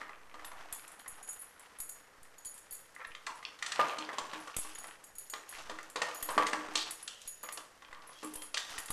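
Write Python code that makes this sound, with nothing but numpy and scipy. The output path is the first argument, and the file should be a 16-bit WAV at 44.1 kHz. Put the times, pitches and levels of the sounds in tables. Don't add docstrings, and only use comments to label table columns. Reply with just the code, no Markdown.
import sys
import numpy as np
from scipy import signal
from scipy.fft import rfft, irfft
from scipy.io import wavfile

SR = 44100
rng = np.random.default_rng(int(sys.argv[2]) if len(sys.argv) > 2 else 0)


def store_pcm(level_fs):
    pcm = np.round(np.clip(level_fs, -1, 1) * 32767).astype(np.int16)
    wavfile.write(sys.argv[1], SR, np.atleast_2d(pcm).T)


N = 393372

# t/s, reference level/dB, then level/dB above it for air inside, body, crack of a dent
BLOWS = [(0.014, -28.5, -24, -20.5, -27), (0.093, -35, -36, -12.5, -25), (0.341, -34, -17, -11, -20.5),
         (0.393, -30.5, -43, -22, -24), (0.445, -31.5, -37, -18, -14), (0.516, -31.5, -42, -16.5, -22),
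         (1.059, -32, -37, -19, -28), (2.963, -37, -40, -21, -40), (2.995, -35, -41, -16, -38),
         (3.013, -28, -41, -22, -46), (3.0475, -29.5, -35, -30, -32), (3.149, -32.5, -32, -34, -17.5),
         (3.265, -26, -37, -28, -11), (3.2703, -28, -45, -12, -43), (3.427, -35, -28, -28, -18),
         (3.588, -48, -37, -31, -1), (3.624, -19.5, -47, -40, -14.5), (3.662, -24.5, -50, -44, -7.5),
         (3.719, -24.5, -39, -40, -6.5), (3.793, -22, -59, 0, -30), (3.984, -32, -4.5, -7, -4),
         (4.089, -24.5, -28, -15.5, -29), (4.129, -30, -14, -13, -16), (4.183, -28, -13.5, -5.5, -5.5),
         (4.332, -32.5, -5, -6, -12.5), (4.473, -28, -37, -21, -20.5), (4.565, -36, -15, -32, -14),
         (4.648, -40.5, -12, -4.5, -13), (4.841, -35, -21, -11, -14), (5.335, -23.5, -35, -17, -14.5),
         (5.524, -32, -43, -20, -20), (5.584, -38, -38, -8.5, -10), (5.657, -36, -26, -19, -19),
         (5.696, -31, -7, -6.5, -11), (5.786, -29, -44, -18, -19.5), (5.958, -21, -35, -10.5, -11.5),
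         (6.017, -15.5, -34, -13.5, -14.5), (6.085, -39, -17, -2, -4.5), (6.226, -31, -15, -22, -19),
         (6.288, -25, -20, -6, -16), (6.367, -35, 9.5, -17, -28), (6.378, -9.5, -18.5, -11, -24),
         (6.403, -33, -40, -3, -32), (6.466, -21, -64, -49, -10), (6.53, -18.5, -11.5, -11, -16),
         (6.684, -32, -6, -18, -19), (6.754, -22, -19.5, -15.5, -1), (7.076, -32.5, -45, -40, -1),
         (7.435, -33.5, -17, -8.5, -22), (7.487, -28.5, -36, -17, -15.5), (7.573, -32, -25, -9, -7),
         (7.821, -34.5, -26, -18, -21), (7.911, -40, -35, -15, -26), (7.927, -35.5, -29, -17, -18),
         (8.091, -40, -21, -11, -33), (8.228, -32, -6, -8, -15.5), (8.245, -41, 7.5, -7.5, -22),
         (8.354, -45.5, -14, -4, -3), (8.418, -34.5, -45, -15, -12), (8.542, -27.5, -39, -15.5, -3),
         (8.571, -20, -47, -26, -11.5), (8.694, -33, -34, -30, -11), (8.738, -28, -43, -24, -22),
         (8.779, -23.5, -45, -26, -14.5), (8.882, -31, -23, -22, -14), (8.904, -29.5, -35, -10.5, -13.5)]
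# f/Hz, relative level/dB, t60/s
AIR_MODES = [(312, -8, .06), (435, -1, .05)]
BODY_MODES = [(471, -13, 0.1), (613, -7, 0.028), (745, -12, 0.03), (868, -10, 0.073), (1071, -3, 0.047),
              (1139, -1.5, 0.058)]
WALL_MODES = [(1147, -6, 0.04), (1344, -10.5, 0.067), (1700, 1, 0.0013), (1874, 2.5, 0.01),
              (1946, -11.5, 0.051)]
FLOOR_MODES = [(128.7, -8, 0.41), (209, 4, 0.036)]
FLOOR_DB = -11.5
CRACK_HZ, CRACK_TOP_HZ = (2380, 4780), (4240, 9100)
WALL_DB, WALL_LOSS_DB_PER_DB, MIDDLING_CRACK_DB = -9, 0.051, -16
PUNCH_HZ, PUNCH_DB = (420, 1180), 24
BOUNCE_S, BOUNCE_LOSS_DB = 0.008, 4


def bottles():
    s, peak_db, air_db, body_db, crack_db = np.transpose(BLOWS)
    blow_air_db, blow_body_db = peak_db + air_db, peak_db + body_db
    blow_crack_db = peak_db + crack_db

    floor = strike(s, blow_air_db + FLOOR_DB, FLOOR_MODES, spread_db=0.5)
    floor = band(floor, 217, 430)
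    thud = strike(s, blow_air_db - 5.0, AIR_MODES, spread_db=3.0, detune=0.04)
    air = 0.88 * band(thud, 210, 480) + neck(s, blow_air_db)

    turn = np.arange(4)
    bounce_s = s[:, None] + BOUNCE_S * turn * (0.7 + 0.546 * rng.random((len(s), 4)))
    bounce_db = blow_body_db[:, None] - BOUNCE_LOSS_DB * turn
    body = strike(bounce_s.ravel(), bounce_db.ravel(), BODY_MODES, spread_db=3.0, detune=0.055)
    body = band(body, 340, 1200)
    body += band(clicks(s, -amp(blow_body_db + PUNCH_DB)), *PUNCH_HZ)

    wall_db = WALL_DB - WALL_LOSS_DB_PER_DB * (crack_db - MIDDLING_CRACK_DB)
    flex_s = s[:, None] + 0.004 * rng.random((len(s), 3))
    flex_db = np.repeat(peak_db + wall_db - 5.5, 3)
    wall = strike(flex_s.ravel(), flex_db, WALL_MODES, spread_db=3.5, detune=0.057)
    wall = band(wall, 1100, 4300)

    crack = burst(s, blow_crack_db + 7.0, CRACK_HZ, 0.0024)
    crack += burst(s, blow_crack_db + 0.5, CRACK_TOP_HZ, 0.0025)
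    return floor + air + body + wall + crack


NECK_HZ, NECK_SHARP_HZ, NECK_SAG_S = 311.3, 11.5, 0.02
NECK_SWELL_S, NECK_DB = 0.024, -14.5


def neck(s, db):
    t = np.arange(SR // 4) / SR
    out, chance = np.zeros(N + len(t)), rng.standard_normal((len(s), 2))
    swell = t / NECK_SWELL_S * np.exp(1 - t / NECK_SWELL_S)
    sag_cycles = NECK_SHARP_HZ * NECK_SAG_S * np.exp(-t / NECK_SAG_S)
    for start, gain, (off, turn) in zip((s * SR).astype(int), amp(db + NECK_DB), chance):
        cycles = NECK_HZ * (1 + 0.029 * off) * t - sag_cycles
        out[start:start + len(t)] += gain * swell * np.sin(2 * np.pi * cycles + 2 * turn)
    return out[:N]


# t/s, reference level/dB of the touch, then level/dB above it for the ring
CLINKS = [(0.45, -36, -41, -19, -6), (0.7255, -22.5, -34, -25, -12.5), (0.7477, -30, -23, -30, -20),
          (0.878, -32, -31, -27, -29), (0.917, -37, -31, -20, -16), (0.993, -44, -9, -10, -6.5),
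          (1.079, -33.5, -19, -5.5, -8.5), (1.228, -37.5, -12, -7.5, -15), (1.275, -33.5, -17, -16, -30),
          (1.2882, -33.5, -4, -5.5, -25), (1.33, -32, -25, -25, -28), (1.393, -45, -38, -13, 1),
          (1.417, -38.5, -31, -11, -3.5), (1.594, -35.5, -28, -27, -20), (1.7876, -39, -21, -7, -17),
          (1.8019, -23.5, -16, -14, -12), (1.8919, -29.5, -12.5, -12.5, -24), (2.23, -37.5, -33, -32, -26),
          (2.382, -37.5, -18, -27, -29), (2.432, -55, -35, -25, -30), (2.448, -29, -28, -30, -28),
          (2.456, -35.5, -2, -26, -25), (2.541, -36.5, -22, -9.5, -24), (2.577, -32, -32, -33, -30),
          (2.7093, -35, -5, -25, -30), (2.724, -31.5, -12, -10.5, -27), (2.7492, -32, -19, -16, -24),
          (2.949, -39, -22, -25, -30), (3.07, -49, -19, -4, -14), (3.355, -46, -30, -8, -20),
          (4.402, -44, -35, -10, -16.5), (4.565, -14, -23.5, -28, -45), (4.5875, -41.5, -30, 8, -23),
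          (4.7504, -43.5, -1, -13, -19), (4.785, -34.5, -5.5, -29, -35), (4.835, -38, -35, -21, -14),
          (4.87, -34.5, -23, -9.5, -24), (5.04, -35, -16, -32, -17.5), (5.153, -41.5, -9, -14, -30),
          (5.184, -36, -6, -5, -30), (5.299, -29, -9, -31, -31), (5.4911, -37, -8, -3.5, -30),
          (5.8987, -31.5, -33, -36, -38), (6.146, -41, -1, -21, -4), (6.226, -21, -13.5, -27, -12.5),
          (6.303, -28, -20, -17, -30), (6.908, -19.5, -27, -23, -32), (7.0262, -32, -28, -14.5, -14),
          (7.215, -39, -30, -38, -38), (7.276, -30, -4.5, -14, -24), (7.431, -37, -4, -26, -17),
          (7.524, -24.5, -21, -14.5, -38), (8.073, -44.5, -34, -20, -9), (8.232, -39, -30, -25, -8),
          (8.245, -28.5, -35, -17, -21), (8.337, -25.5, -28, -35, -25), (8.356, -30.5, -31, -30, -5),
          (8.4205, -29, -17, -17, -13), (8.6934, -48, -9, -30, -24), (8.7842, -23, -16, -34, -42),
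          (8.858, -27.5, -26, -29, -24), (8.904, -22, -18, -9.5, -25)]
# f/Hz, relative level/dB, t60/s
ROUND_TAG_MODES = [(4510, -16, .11), (6790, -7, .16), (6835, -2, .18), (8800, -14, .05), (9920, -4, .17),
                   (12600, -9, .08), (12700, -6, .13), (13200, -14, .05)]
THICK_TAG_MODES = [(8300, -12, .1), (9550, -10, .08), (10450, -6, .1), (10620, -4, .15), (10780, -1, .12),
                   (10950, -5, .12), (11250, -9, .08)]
FAR_TAG_MODES = [(7900, -20, .06), (8400, -15, .06), (9000, -18, .06), (10120, 0, .16), (11580, -4, .12),
                 (11900, -12, .06), (12650, -18, .08)]
# f/Hz, relative level/dB, t60/s
SPLIT_RING_MODES = [(7450, -12.5, 0.034), (8500, -4, 0.014), (9500, -1.5, 0.015), (9660, -13.5, 0.024),
                    (10230, 4.5, 0.025), (10530, -30, 0.023)]


def tags():
    s, peak_db, *ring_db = np.transpose(CLINKS)
    chance = rng.random((len(s), 3, 2))
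    late_s = np.cumsum(0.0014 + 0.024 * chance[..., 0], axis=1)
    times = np.hstack([s[:, None], s[:, None] + late_s]).ravel()
    rebound_db = -3 - 350 * late_s - 8 * chance[..., 1]
    contact_db = peak_db[:, None] + np.hstack([0 * s[:, None], rebound_db])

    out = burst(times, contact_db.ravel() - 9.0, (7000, 12000), 0.002)
    out += burst(s, peak_db - 18.5, (1000, 6000), 0.0019)
    tag_modes = (ROUND_TAG_MODES, THICK_TAG_MODES, FAR_TAG_MODES)
    for db, modes, gain_db in zip(ring_db, tag_modes, (-10.5, -11, -12)):
        tag_db = (contact_db + db[:, None] + gain_db).ravel()
        out += strike(times, tag_db, modes, spread_db=4.5, wobble=1.5, detune=0.004)
    loudest_db = np.max(ring_db, axis=0)[:, None]
    split_db = (contact_db + loudest_db - 13.5).ravel()
    out += strike(times, split_db, SPLIT_RING_MODES, spread_db=8.0, detune=0.029)
    return out + burst(s, peak_db + ring_db[1] - 15, (7000, 11400), 0.018)


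# t/s, peak level/dB, centre f/Hz
FLICKS = [(0.132, -41, 2040), (0.149, -54, 3000), (0.313, -46, 2010), (0.582, -45, 1980),
          (0.795, -43, 3000), (0.997, -41, 2300), (3.004, -41, 1790), (3.01, -49, 1800), (3.05, -35, 2530),
          (3.108, -48, 2200), (3.117, -42, 2200), (3.121, -45, 2100), (3.15, -35.5, 2550),
          (3.451, -26.5, 3170), (3.759, -30, 3500), (3.814, -27, 3260), (3.8274, -48, 3350),
          (3.884, -33, 5040), (3.896, -29, 2700), (3.912, -36, 2960), (4.01, -38, 2660), (4.024, -29, 2430),
          (4.049, -38, 4200), (4.198, -40, 2600), (4.314, -39, 2920), (4.348, -32.5, 2450),
          (4.543, -36, 2100), (4.672, -42, 2010), (4.755, -38.5, 2620), (4.91, -41, 2200),
          (5.436, -43, 1800), (5.537, -39, 1900), (5.551, -36, 1960), (5.572, -42, 2600),
          (5.595, -47, 4000), (5.621, -55, 1800), (5.74, -42, 1790), (5.83, -40, 7200), (5.971, -30, 2800),
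          (6.2272, -34.5, 3420), (6.776, -21, 3730), (6.79, -32, 4500), (6.81, -30, 3200),
          (7.217, -40.5, 5000), (7.464, -44, 1750), (7.488, -36, 2400), (7.517, -42, 1800),
          (7.848, -41.5, 2540), (7.947, -41.5, 3350), (8.021, -46, 4000), (8.131, -47, 4200),
          (8.32, -55, 1980), (8.5452, -23, 3300), (8.5783, -20, 4400), (8.619, -44, 5220)]


def flicks():
    t = np.arange(int(0.012 * SR)) / SR
    out, noise = np.zeros(N + len(t)), rng.standard_normal((len(FLICKS), len(t)))
    for (s, db, hz), row in zip(FLICKS, noise):
        pulse = row * t * np.exp(-t / 0.0007)
        tick = band(band(pulse, hz / 1.5, hz * 1.4), hz / 2, hz * 2)
        start = int(s * SR)
        out[start:start + len(t)] += amp(db) * tick / np.abs(tick).max()
    return out[:N]


# t/s, level/dB before a common lift, centre f/Hz, swell/s, edge-to-centre ratio
SINGS = [(3.0, -51.5, 1770, 0.0084, 1.37), (3.271, -42, 1010, 0.014, 1.18), (3.452, -60, 3220, 0.021, 1.15),
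         (3.722, -38, 1840, 0.005, 1.15), (6.463, -25, 1910, 0.0021, 1.12), (6.76, -44.5, 3900, 0.031, 1.3),
         (7.08, -55.5, 3040, 0.035, 1.1), (7.93, -51, 1110, 0.025, 1.13), (8.02, -54, 1056, .04, 1.05),
         (8.14, -58, 3270, 0.027, 0.99), (8.24, -73, 3400, 0.044, 0.99), (8.36, -57, 3240, 0.035, 0.89),
         (8.548, -51.5, 3550, 0.041, 1.12)]


def sings():
    out = 0
    for s, db, hz, swell_s, ratio in SINGS:
        ratio = max(ratio, 1.04)
        out = out + burst([s], db + 15, (hz / ratio, hz * ratio), swell_s)
    return out


# t/s, drag level/dB, rustle level/dB
SCUFF = [(0.0, -46.5, -64), (0.17, -59, -82), (0.62, -52.5, -66), (2.08, -60.5, -74), (2.93, -62.5, -69),
         (3.3, -59, -70.5), (3.68, -52.5, -61), (3.785, -44, -65), (3.82, -49, -56), (3.96, -43, -63),
         (4.1, -48, -62), (4.44, -52.5, -62.5), (4.68, -55.5, -56), (4.9, -53, -66.5), (5.24, -70, -72),
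         (5.45, -65, -64.5), (5.61, -50, -54.5), (5.89, -60, -67.5), (6.1, -61, -59), (6.25, -52.5, -58.5),
         (6.61, -43, -55.5), (7.13, -59.5, -58), (7.5, -73, -67), (7.75, -67, -69), (7.95, -56, -76),
         (8.2, -58.5, -57.5), (8.52, -69, -66), (8.75, -46, -48), (8.92, -54.5, -63)]
# f/Hz, relative level/dB per Hz
DRAG_SPECTRUM = [(71, -71), (120, -2), (246, -2.5), (305, 6.5), (371, -8), (421, 4.5), (575, -2.5),
                 (1050, 8.5), (1520, 7.5), (3500, -10), (4550, -81), (7700, -120)]
RUSTLE_SPECTRUM = [(1800, -50), (2600, 9.5), (4000, 1), (6000, 5.5), (9000, -14), (14000, -32)]
RATTLE_DB, RATTLE_RUSTLE_DB, RATTLE_RISE_S, RATTLE_DIES_S = -7.5, -18, 0.00071, 0.066


def scuffs():
    drag_db, rustle_db = in_time(SCUFF)
    s, peak_db, _, body_db, crack_db = np.transpose(BLOWS)
    dull = after(s, peak_db + RATTLE_DB + body_db, RATTLE_RISE_S, RATTLE_DIES_S)
    bright = after(s, peak_db + RATTLE_RUSTLE_DB + crack_db, RATTLE_RISE_S, RATTLE_DIES_S)

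    drag = 0.5 * grains(1700, 2.6, low_hz=750, high_hz=2900, cycles=8.0)
    drag += 0.45 * coloured(rng.standard_normal(N), DRAG_SPECTRUM)
    rustle = 0.67 * grains(1500, 3.0, low_hz=2500, high_hz=8900, cycles=6.0)
    rustle += 0.6 * coloured(rng.standard_normal(N), RUSTLE_SPECTRUM)

    jerks = amp(1.9 * wander(30.0))
    return jerks * (np.hypot(amp(drag_db), dull) * drag + np.hypot(amp(rustle_db), bright) * rustle)


# f/Hz, t60/s
ROOM_T60 = [(150, 0.7), (500, 0.69), (1200, 0.64), (3000, 0.25), (7000, 0.45), (13000, 0.34)]
# delay t/s, level/dB
ECHOES = [(.0075, -15), (0.029, -18)]
TAIL_DB = -6


def room(x):
    t, edges = np.arange(SR // 2) / SR, 100 * 2 ** np.arange(0, 7.3, 0.6)
    tail = 0
    for low, high in zip(edges, edges[1:]):
        decay = amp(-60 * t / at_hz(ROOM_T60, np.sqrt(low * high)))
        tail = tail + band(rng.standard_normal(len(t)), low, high) * decay
    tail *= 1 - np.exp(-t / 0.0027)
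    response = amp(TAIL_DB) * tail / np.sqrt(np.sum(tail ** 2))
    response[0] += 1
    for s, db in ECHOES:
        response[int(s * SR)] += amp(db)
    return signal.fftconvolve(x, response)[:N]


# t/s, step level/dB
DROPS = [(0.729, -50.5), (1.799, -51.5), (2.46, -57.5), (2.722, -57), (4.215, -56.5), (4.569, -43.5),
         (4.588, -50), (4.79, -61), (6.227, -47.5), (6.302, -50.5), (8.359, -49), (8.786, -49),
         (8.903, -42.5)]
# first t/s, last t/s, first stair level/dB
CLIMBS = [(0.0, .63, -67), (1.093, 1.14, -57), (2.185, 2.23, -58), (3.07, 3.12, -57), (5.137, 5.18, -61),
          (5.547, 5.73, -60), (6.648, 6.73, -60), (7.257, 7.27, -56), (7.897, 7.94, -57),
          (8.705, 8.75, -57)]
# t/s, level/dB, signed direction factor
SPIKES = [(4.5664, -28.5, 0.92), (4.5733, -39, -1.1), (4.588, -33, -0.96), (8.788, -50, -1),
          (8.904, -33, -1.3)]
STAIR_S, STAIR_GROWS_DB_PER_S, CREEP_S = 0.0355, 14, 0.11
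SPIKE_S, RUMBLE_DB = 0.00015, -77


def baseline_steps():
    s, db = np.transpose(DROPS)
    moves = -clicks(s, amp(db))
    for first_s, last_s, stair_db in CLIMBS:
        later = np.arange(0, last_s - first_s, STAIR_S)
        moves += clicks(first_s + later, amp(stair_db + STAIR_GROWS_DB_PER_S * later))
    baseline = signal.lfilter([1], [1, -np.exp(-1 / (CREEP_S * SR))], moves)

    s, db, direction = np.transpose(SPIKES)
    baseline += swell_and_die(clicks(s, direction * amp(db)), SPIKE_S)
    soft = signal.sosfilt(signal.butter(1, 700, fs=SR, output="sos"), baseline)
    rumble = rms_one(band(rng.standard_normal(N), 1.3, 31))
    return soft + amp(RUMBLE_DB) * rumble


# f/Hz, relative level/dB
HISS_SPECTRUM = [(35, -54), (60, -3), (364, -2), (489, 5.5), (738, -1), (1090, -2.5), (1920, 2.5),
                 (2700, -13.5), (4790, -11), (10200, -13.5), (14000, -18)]
HISS_DB = -64.5


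def hiss():
    return amp(HISS_DB) * coloured(rng.standard_normal(N), HISS_SPECTRUM)


def strike(s, db, modes, spread_db, wobble=0, detune=0):
    out, chance = 0, rng.standard_normal((len(s), len(modes), 2))
    tuning = rng.integers(-1, 2, (len(s), len(modes)))
    for k, (hz, mode_db, t60) in enumerate(modes):
        r, ring = amp(-60 / (t60 * SR)), 0
        gain = amp(db + mode_db + spread_db * chance[:, k, 0]) * np.sign(chance[:, k, 1])
        for step in range(-1, 2):
            w = 2 * np.pi * hz * (1 + detune * step) / SR
            hits = clicks(s, gain * (tuning[:, k] == step))
            ring = ring + signal.lfilter([0, np.sin(w)], [1, -2 * r * np.cos(w), r * r], hits)
        out = out + ring * (1 + wobble * wander(74.0) if wobble else 1)
    return out


def swell_and_die(impulses, length_s):
    r = np.exp(-1 / (length_s * SR))
    return signal.lfilter([np.e * (1 - r)], [1, -2 * r, r * r], impulses)


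def burst(s, db, edges_hz, length_s):
    noise = swell_and_die(clicks(s, amp(db)), length_s) * rng.standard_normal(N)
    return band(band(noise, *edges_hz), *edges_hz)


def grains(per_s, spread_db, low_hz, high_hz, cycles):
    sizes = amp(spread_db * np.minimum(rng.exponential(1, N), 4)) * rng.standard_normal(N)
    born = rng.random(N) < per_s * amp(4 * wander(5)) / SR
    dealt, out = rng.integers(0, 8, N), 0
    for k, hz in enumerate(np.geomspace(low_hz, high_hz, 8)):
        r = amp(-60 * hz / (cycles * SR))
        poles = [1, -2 * r * np.cos(2 * np.pi * hz / SR), r * r]
        out = out + signal.lfilter([1, 0, -1], poles, sizes * born * (dealt == k))
    return rms_one(out)


def after(s, db, rise_s, dies_s):
    power = clicks(s, amp(db) ** 2)
    rise, fall = np.exp(-1 / (rise_s * SR)), np.exp(-2 / (dies_s * SR))
    dying = signal.lfilter([1], [1, -fall], power)
    return np.sqrt(signal.lfilter([1 - rise], [1, -rise], dying))


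def wander(rate_hz):
    r = np.exp(-32 * np.pi * rate_hz / SR)
    slow = signal.lfilter([1], [1, -2 * r, r * r], rng.standard_normal(N // 16 + 502))[500:]
    return np.interp(np.arange(N) / 16, np.arange(len(slow)), rms_one(slow))


def coloured(x, spectrum):
    hz = np.maximum(np.arange(N // 2 + 1) * SR / N, 1)
    return rms_one(irfft(rfft(x) * amp(at_hz(spectrum, hz)), N))


def clicks(s, gain):
    out = np.full(N, 1e-18)
    np.add.at(out, np.clip((np.ravel(s) * SR).astype(int), 0, N - 1), np.ravel(gain))
    return out


def band(x, low_hz, high_hz):
    return signal.sosfilt(signal.butter(2, [low_hz, high_hz], "band", fs=SR, output="sos"), x)


def in_time(rows):
    s, *columns = np.transpose(rows)
    return [np.interp(np.arange(N) / SR, s, c) for c in columns]


def at_hz(points, hz):
    table_hz, values = np.transpose(points)
    return np.interp(np.log(hz), np.log(table_hz), values)


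def rms_one(x):
    return x / np.sqrt(np.mean(x ** 2) + 1e-20)


def amp(db):
    return 10 ** (np.asarray(db) / 20)


def scene():
    sources = bottles() + tags() + flicks() + sings()
    return (room(sources) + scuffs() + hiss() + baseline_steps())[None]


def record(dry):
    return signal.sosfilt(signal.cheby2(12, 50, 14300, fs=SR, output="sos"), dry)


dry = scene()
out = record(dry)
store_pcm(out)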